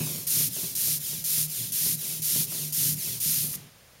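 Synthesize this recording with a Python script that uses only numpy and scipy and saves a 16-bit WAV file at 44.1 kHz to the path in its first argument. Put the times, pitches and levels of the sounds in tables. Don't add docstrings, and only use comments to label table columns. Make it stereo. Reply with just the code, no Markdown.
import sys
import numpy as np
from scipy import signal
from scipy.io import wavfile
from scipy.ndimage import uniform_filter1d, map_coordinates

SR = 44100
rng = np.random.default_rng(int(sys.argv[2]) if len(sys.argv) > 2 else 0)


def bounce(signal):
    frames = np.transpose(np.atleast_2d(signal))
    limited = np.clip(frames, -1, 1)
    pcm = np.round(limited * 32767).astype(np.int16)
    wavfile.write(sys.argv[1], SR, pcm)


N = 176400
T = np.arange(N) / SR
LIFT_S = 3.56


def amp(db):
    return 10 ** (np.asarray(db) / 20)


def unit_rms(x):
    return x / np.sqrt(np.mean(x ** 2) + 1e-20)


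def curve_at(points, hz):
    freqs, values = np.transpose(points)
    return np.interp(np.log(hz + 1), np.log(freqs + 1), values)


def add(mix, start_s, sound):
    part = mix[max(round(start_s * SR), 0):][:len(sound)]
    part += sound[:len(part)]


def eq(x, curve, keep_power=True):
    log_gain = np.log(amp(curve_at(curve, np.fft.rfftfreq(4096, 1 / SR))))
    mirrored = np.r_[log_gain, log_gain[-2:0:-1]]
    taps = np.fft.ifft(np.exp(np.conj(signal.hilbert(mirrored)))).real[:len(log_gain)]
    return signal.oaconvolve(x, taps / (np.linalg.norm(taps) if keep_power else 1))[:len(x)]


def lowpass(x, hz):
    return signal.sosfilt(signal.butter(1, hz, fs=SR, output="sos"), x)


def highpass(x, hz):
    return x - lowpass(x, hz)


def delayed(x, ms):
    return map_coordinates(x, [np.arange(N) - ms * SR / 1000], order=3, mode="nearest")


def noise_band(size, hz, width_hz):
    return unit_rms(signal.lfilter(*signal.iirpeak(hz, hz / width_hz, SR), rng.standard_normal(size)))


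# freq_hz, t60_s
ROOM_DECAY = [(100, 0.33), (500, 0.75), (2000, 1), (6000, 0.52), (11000, 0.38), (16000, 0.32)]
def room(x, wet_db):
    hz, t, noise = signal.stft(rng.standard_normal((2, SR // 2)), SR, nperseg=256)
    decay = amp(-60 * t / curve_at(ROOM_DECAY, hz)[:, None]) * (t > .004)
    tail = signal.istft(noise * decay, SR, nperseg=256)[1]
    tail /= np.linalg.norm(tail, axis=1, keepdims=True)
    return amp(wet_db) * signal.fftconvolve(x[None], tail, axes=1)[:, :N]


# start_s, end_s, hiss_db, fastest_at_fraction, rumble_db, chatter_db
PUSH_STROKES = [(-.2, .266, -31, 0.59, -41.5, -43.5), (.502, .747, -30, 0.48, -45.5, -50),
                (.995, 1.237, -30.5, 0.46, -45, -55.5), (1.478, 1.717, -30, 0.51, -42, -55.5),
                (1.97, 2.215, -30.2, 0.53, -47, -50), (2.468, 2.716, -30, 0.45, -40, -49),
                (2.958, 3.197, -29.5, 0.51, -43.5, -50.5)]
PULL_STROKES = [(.268, .492, -23, 0.59, -40, -50.5), (.751, .988, -24.5, 0.62, -42, -51),
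                (1.240, 1.470, -24.5, 0.63, -42.5, -54), (1.719, 1.964, -24.5, 0.67, -40, -53),
                (2.219, 2.462, -24, 0.66, -40, -53.5), (2.724, 2.952, -24, 0.57, -34.5, -51),
                (3.201, 3.5, -24.5, 0.38, -39.5, -53.5)]
def motion(strokes, start_speed, creep_speed=0, attack_s=.001, release_s=.008):
    speed, progress, gains = np.zeros(N), np.zeros(N), np.zeros((3, N))
    for k, (start, end, hiss_db, fastest_at, rumble_db, chatter_db) in enumerate(strokes):
        elapsed = np.clip((T - start) / (end - start), 0, 1)
        skewed = np.interp(elapsed, [0, fastest_at, 1], [0, .5, 1])
        arch = start_speed * (1 - skewed) + (1 - start_speed / 2) * np.sin(np.pi * skewed)
        if creep_speed and k == len(strokes) - 1:
            arch, end = np.maximum(arch, creep_speed), LIFT_S
        gate = np.clip((T - start) / attack_s, 0, 1) * np.clip((end - T) / release_s + .5, 0, 1)
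        on = T >= start
        speed[on] = np.maximum(arch[on], 0)
        progress[on] = (1 - np.cos(np.pi * elapsed[on])) / 2
        gains[:, on] = np.outer(amp([hiss_db, rumble_db, chatter_db]), gate[on])
    return speed, progress, gains


def ink_threads(speed, rate_hz, spread_db, treble_power, body_power, split_hz):
    sizes = amp(spread_db * np.minimum(rng.exponential(1, N), 5)) * rng.choice([-1, 1], N)
    chance = np.minimum(rate_hz * (speed + .1) / SR, 1)
    snaps = unit_rms(sizes * (rng.random(N) < chance) / np.sqrt(chance))
    body = lowpass(snaps, split_hz)
    return body * speed ** body_power + (snaps - body) * speed ** treble_power


# freq_hz, relative_db
PUSH_EQ = [(50, -62), (300, -35), (900, -42), (1400, -20.5), (2200, -13), (3500, -9), (5500, -0.5),
           (7200, 0.5), (9500, 2), (11500, 4), (13500, 2), (16000, -1.5)]
# freq_hz, gain_db
SHADOW_EQ = [(500, -24), (3800, 1.5), (5500, -6), (7000, -8.5), (9500, -8.5), (12000, -11.5), (16000, -6)]
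def push_hiss(speed, progress, gain, wide_above_hz=5500, near_ms=.5, far_ms=1.3):
    snaps = [ink_threads(speed, rate_hz=17000, spread_db=2.5, treble_power=.36, body_power=.74,
                         split_hz=14000) for _ in range(2)]
    layers = [eq(gain * layer, PUSH_EQ) for layer in snaps]
    wander = np.interp(T, np.linspace(0, T[-1], 20), rng.standard_normal(20))
    echo_ms = (near_ms + (far_ms - near_ms) * progress) * np.exp(.19 * wander)
    right, spare = [layer + .5 * delayed(lowpass(layer, 8000), echo_ms) for layer in layers]
    left = delayed(lowpass(right, wide_above_hz), ms=.0275) + highpass(spare, wide_above_hz)
    left = eq(left, SHADOW_EQ, keep_power=False)
    pan = amp(3 * progress - 1.5)
    return amp(5) * np.array([left * pan, right / pan]) + room(highpass(right, 3000), wet_db=-1.5)


# pitch_hz, relative_db, t60_s
TABLE_MODES = [(73, -51, .25), (96, -49, 0.19), (120.6, -6, 0.26), (152.85, 2, 0.61), (163, -37, 0.35),
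               (219.7, -21.5, 0.23), (255.7, -17, 0.5)]
# start_s, strength_db
ROLLER_BUMPS = [(.005, -30), (0.071, -45.5), (0.187, -40), (.368, -38), (0.633, -38.5), (1.376, -37),
                (1.609, -39), (1.851, -49), (2.195, -39), (2.358, -35.5), (2.777, -38), (3.26, -37),
                (3.428, -50)]
def table_drum(rolling, lag_s=.066, steady_s=.044):
    t = T[:SR // 2]
    ring = sum(amp(db - 60 * t / t60) * np.cos(2 * np.pi * hz * t) for hz, db, t60 in TABLE_MODES)
    hum = signal.fftconvolve(rng.standard_normal(N + len(t)), ring, "valid")[:N]
    hum /= np.sqrt(uniform_filter1d(hum ** 2, int(steady_s * SR)) + 1e-12)
    bumps = np.zeros(N)
    for start_s, strength_db in ROLLER_BUMPS:
        add(bumps, start_s, amp([strength_db]))
    drum = hum * np.interp(T - lag_s, T, rolling) + signal.fftconvolve(bumps, ring)[:N]
    drum = signal.sosfilt(signal.butter(2, [67, 330], "band", fs=SR, output="sos"), drum)
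    return drum * amp([[.7], [-.7]]) + room(drum, wet_db=-20)


# freq_hz, relative_db
FRAME_EQ = [(40, -44), (100, -3), (170, 7.5), (220, 2.5), (260, 0), (320, -6.5), (380, 6.5), (430, -4),
            (540, -6), (700, -13), (1100, -14), (2000, -24), (5000, -61)]
# freq_hz, relative_db
CLICK_EQ = [(200, -16), (650, -6.5), (1000, -13), (1400, -20), (2500, -18), (10000, -28)]
# start_s, level_db, click_relative_db
FRAME_KNOCKS = [(.005, -31, -18), (0.069, -38, -14), (0.116, -52, -26), (.367, -47, -1), (.405, -37.5, -28),
                (0.564, -43, 1), (0.584, -45.5, -5), (0.632, -40.5, -22), (0.882, -42, -7),
                (1.127, -42.5, -17), (1.38, -43, -11), (1.86, -40, -22), (2.36, -36.5, -8),
                (2.403, -38, -24), (2.52, -48.5, 9.5), (2.547, -43.5, -8), (3.072, -44.5, -20),
                (3.44, -42.5, -25)]
def frame_rattle(chatter, thud_t60_s=.12, click_t60_s=.042):
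    t = T[:SR // 5]
    rattle = eq(chatter * rng.standard_normal(N), FRAME_EQ)
    for start_s, level_db, click_db in FRAME_KNOCKS:
        thud = eq(rng.standard_normal(len(t)) * amp(-60 * t / thud_t60_s), FRAME_EQ)
        click = eq(rng.standard_normal(len(t)) * amp(click_db - 60 * t / click_t60_s), CLICK_EQ)
        add(rattle, start_s, amp(level_db) * (thud + click))
    return rattle + room(rattle, wet_db=-8.5)


def axle_squeak(level_db=-45.5, length_s=.075):
    fade = np.sqrt(np.clip(1 - (T / length_s) ** 2, 0, 1))
    squeak = amp(level_db) * noise_band(N, hz=2560, width_hz=210) * fade
    return squeak + room(squeak, wet_db=-7)


# freq_hz, relative_db
ROOM_TONE_EQ = [(25, -13), (70, 3.5), (145, 4.5), (300, -12), (500, -2), (800, -9.5), (2000, -9.5),
                (5000, -11.5), (10000, -14.5), (16000, -16)]
def room_tone(mid_db=-54.5, mono_below_hz=300):
    mid, side = [eq(rng.standard_normal(N), ROOM_TONE_EQ) for _ in range(2)]
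    side = 1.48 * highpass(side, mono_below_hz)
    return amp(mid_db) * np.array([mid + side, mid - side])


# freq_hz, relative_db
PULL_EQ = [(50, -55), (300, -35), (900, -33.5), (1400, -20.5), (2200, -14), (3500, -8), (5500, -2.5),
           (7500, -3), (9500, 0), (11500, 1.5), (13500, 1), (16000, -6.5)]
def pull_hiss(speed, progress, gain, drift_db=-3, width=.3, wide_above_hz=2500):
    snaps = [ink_threads(speed, rate_hz=15000, spread_db=2, treble_power=.39, body_power=.81,
                         split_hz=7000) for _ in range(2)]
    mid, ends = [eq(gain * layer, PULL_EQ) for layer in snaps]
    side = width * highpass(ends, wide_above_hz)
    pan = amp(drift_db * progress / 2)
    direct = np.array([(mid + side) * pan, (mid - side) / pan])
    return direct + room(highpass(mid, wide_above_hz), wet_db=-8.5)


def frame_tick(start_s=3.539, level_db=-37.5, t60_s=.03):
    t, tick = T[:SR // 5], np.zeros(N)
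    add(tick, start_s, amp(level_db - 60 * t / t60_s) * noise_band(len(t), hz=1920, width_hz=1900))
    return tick + room(tick, wet_db=-7)


def free_spin(fade_s=.14):
    swell = np.sqrt(np.clip(1 - ((T - LIFT_S) / fade_s) ** 2, 0, 1))
    hum = amp(-47) * noise_band(N, hz=150, width_hz=25)
    whirr = amp(-59) * noise_band(N, hz=2870, width_hz=1200)
    spin = swell * (hum + whirr)
    return spin + room(spin, wet_db=-12)


def scene():
    push_speed, push_progress, push_gains = motion(PUSH_STROKES, start_speed=.068)
    pull_speed, pull_progress, pull_gains = motion(PULL_STROKES, start_speed=.33, creep_speed=.14)
    _, rolling, chatter = push_speed * push_gains + pull_speed * pull_gains
    pull = pull_hiss(pull_speed, pull_progress, pull_gains[0])
    push = push_hiss(push_speed, push_progress, push_gains[0])
    roller = push + pull + table_drum(rolling) + frame_rattle(chatter)
    return roller + axle_squeak() + room_tone() + frame_tick() + free_spin()


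def record(dry, notch_hz=7870, notch_width_hz=440, cutoff_hz=15850):
    notched = signal.lfilter(*signal.iirnotch(notch_hz, notch_hz / notch_width_hz, SR), dry)
    high_cut = signal.firwin(611, cutoff_hz, window=("kaiser", 9), fs=SR)
    return signal.oaconvolve(notched, high_cut[None], "same")


dry = scene()
out = record(dry)
bounce(out)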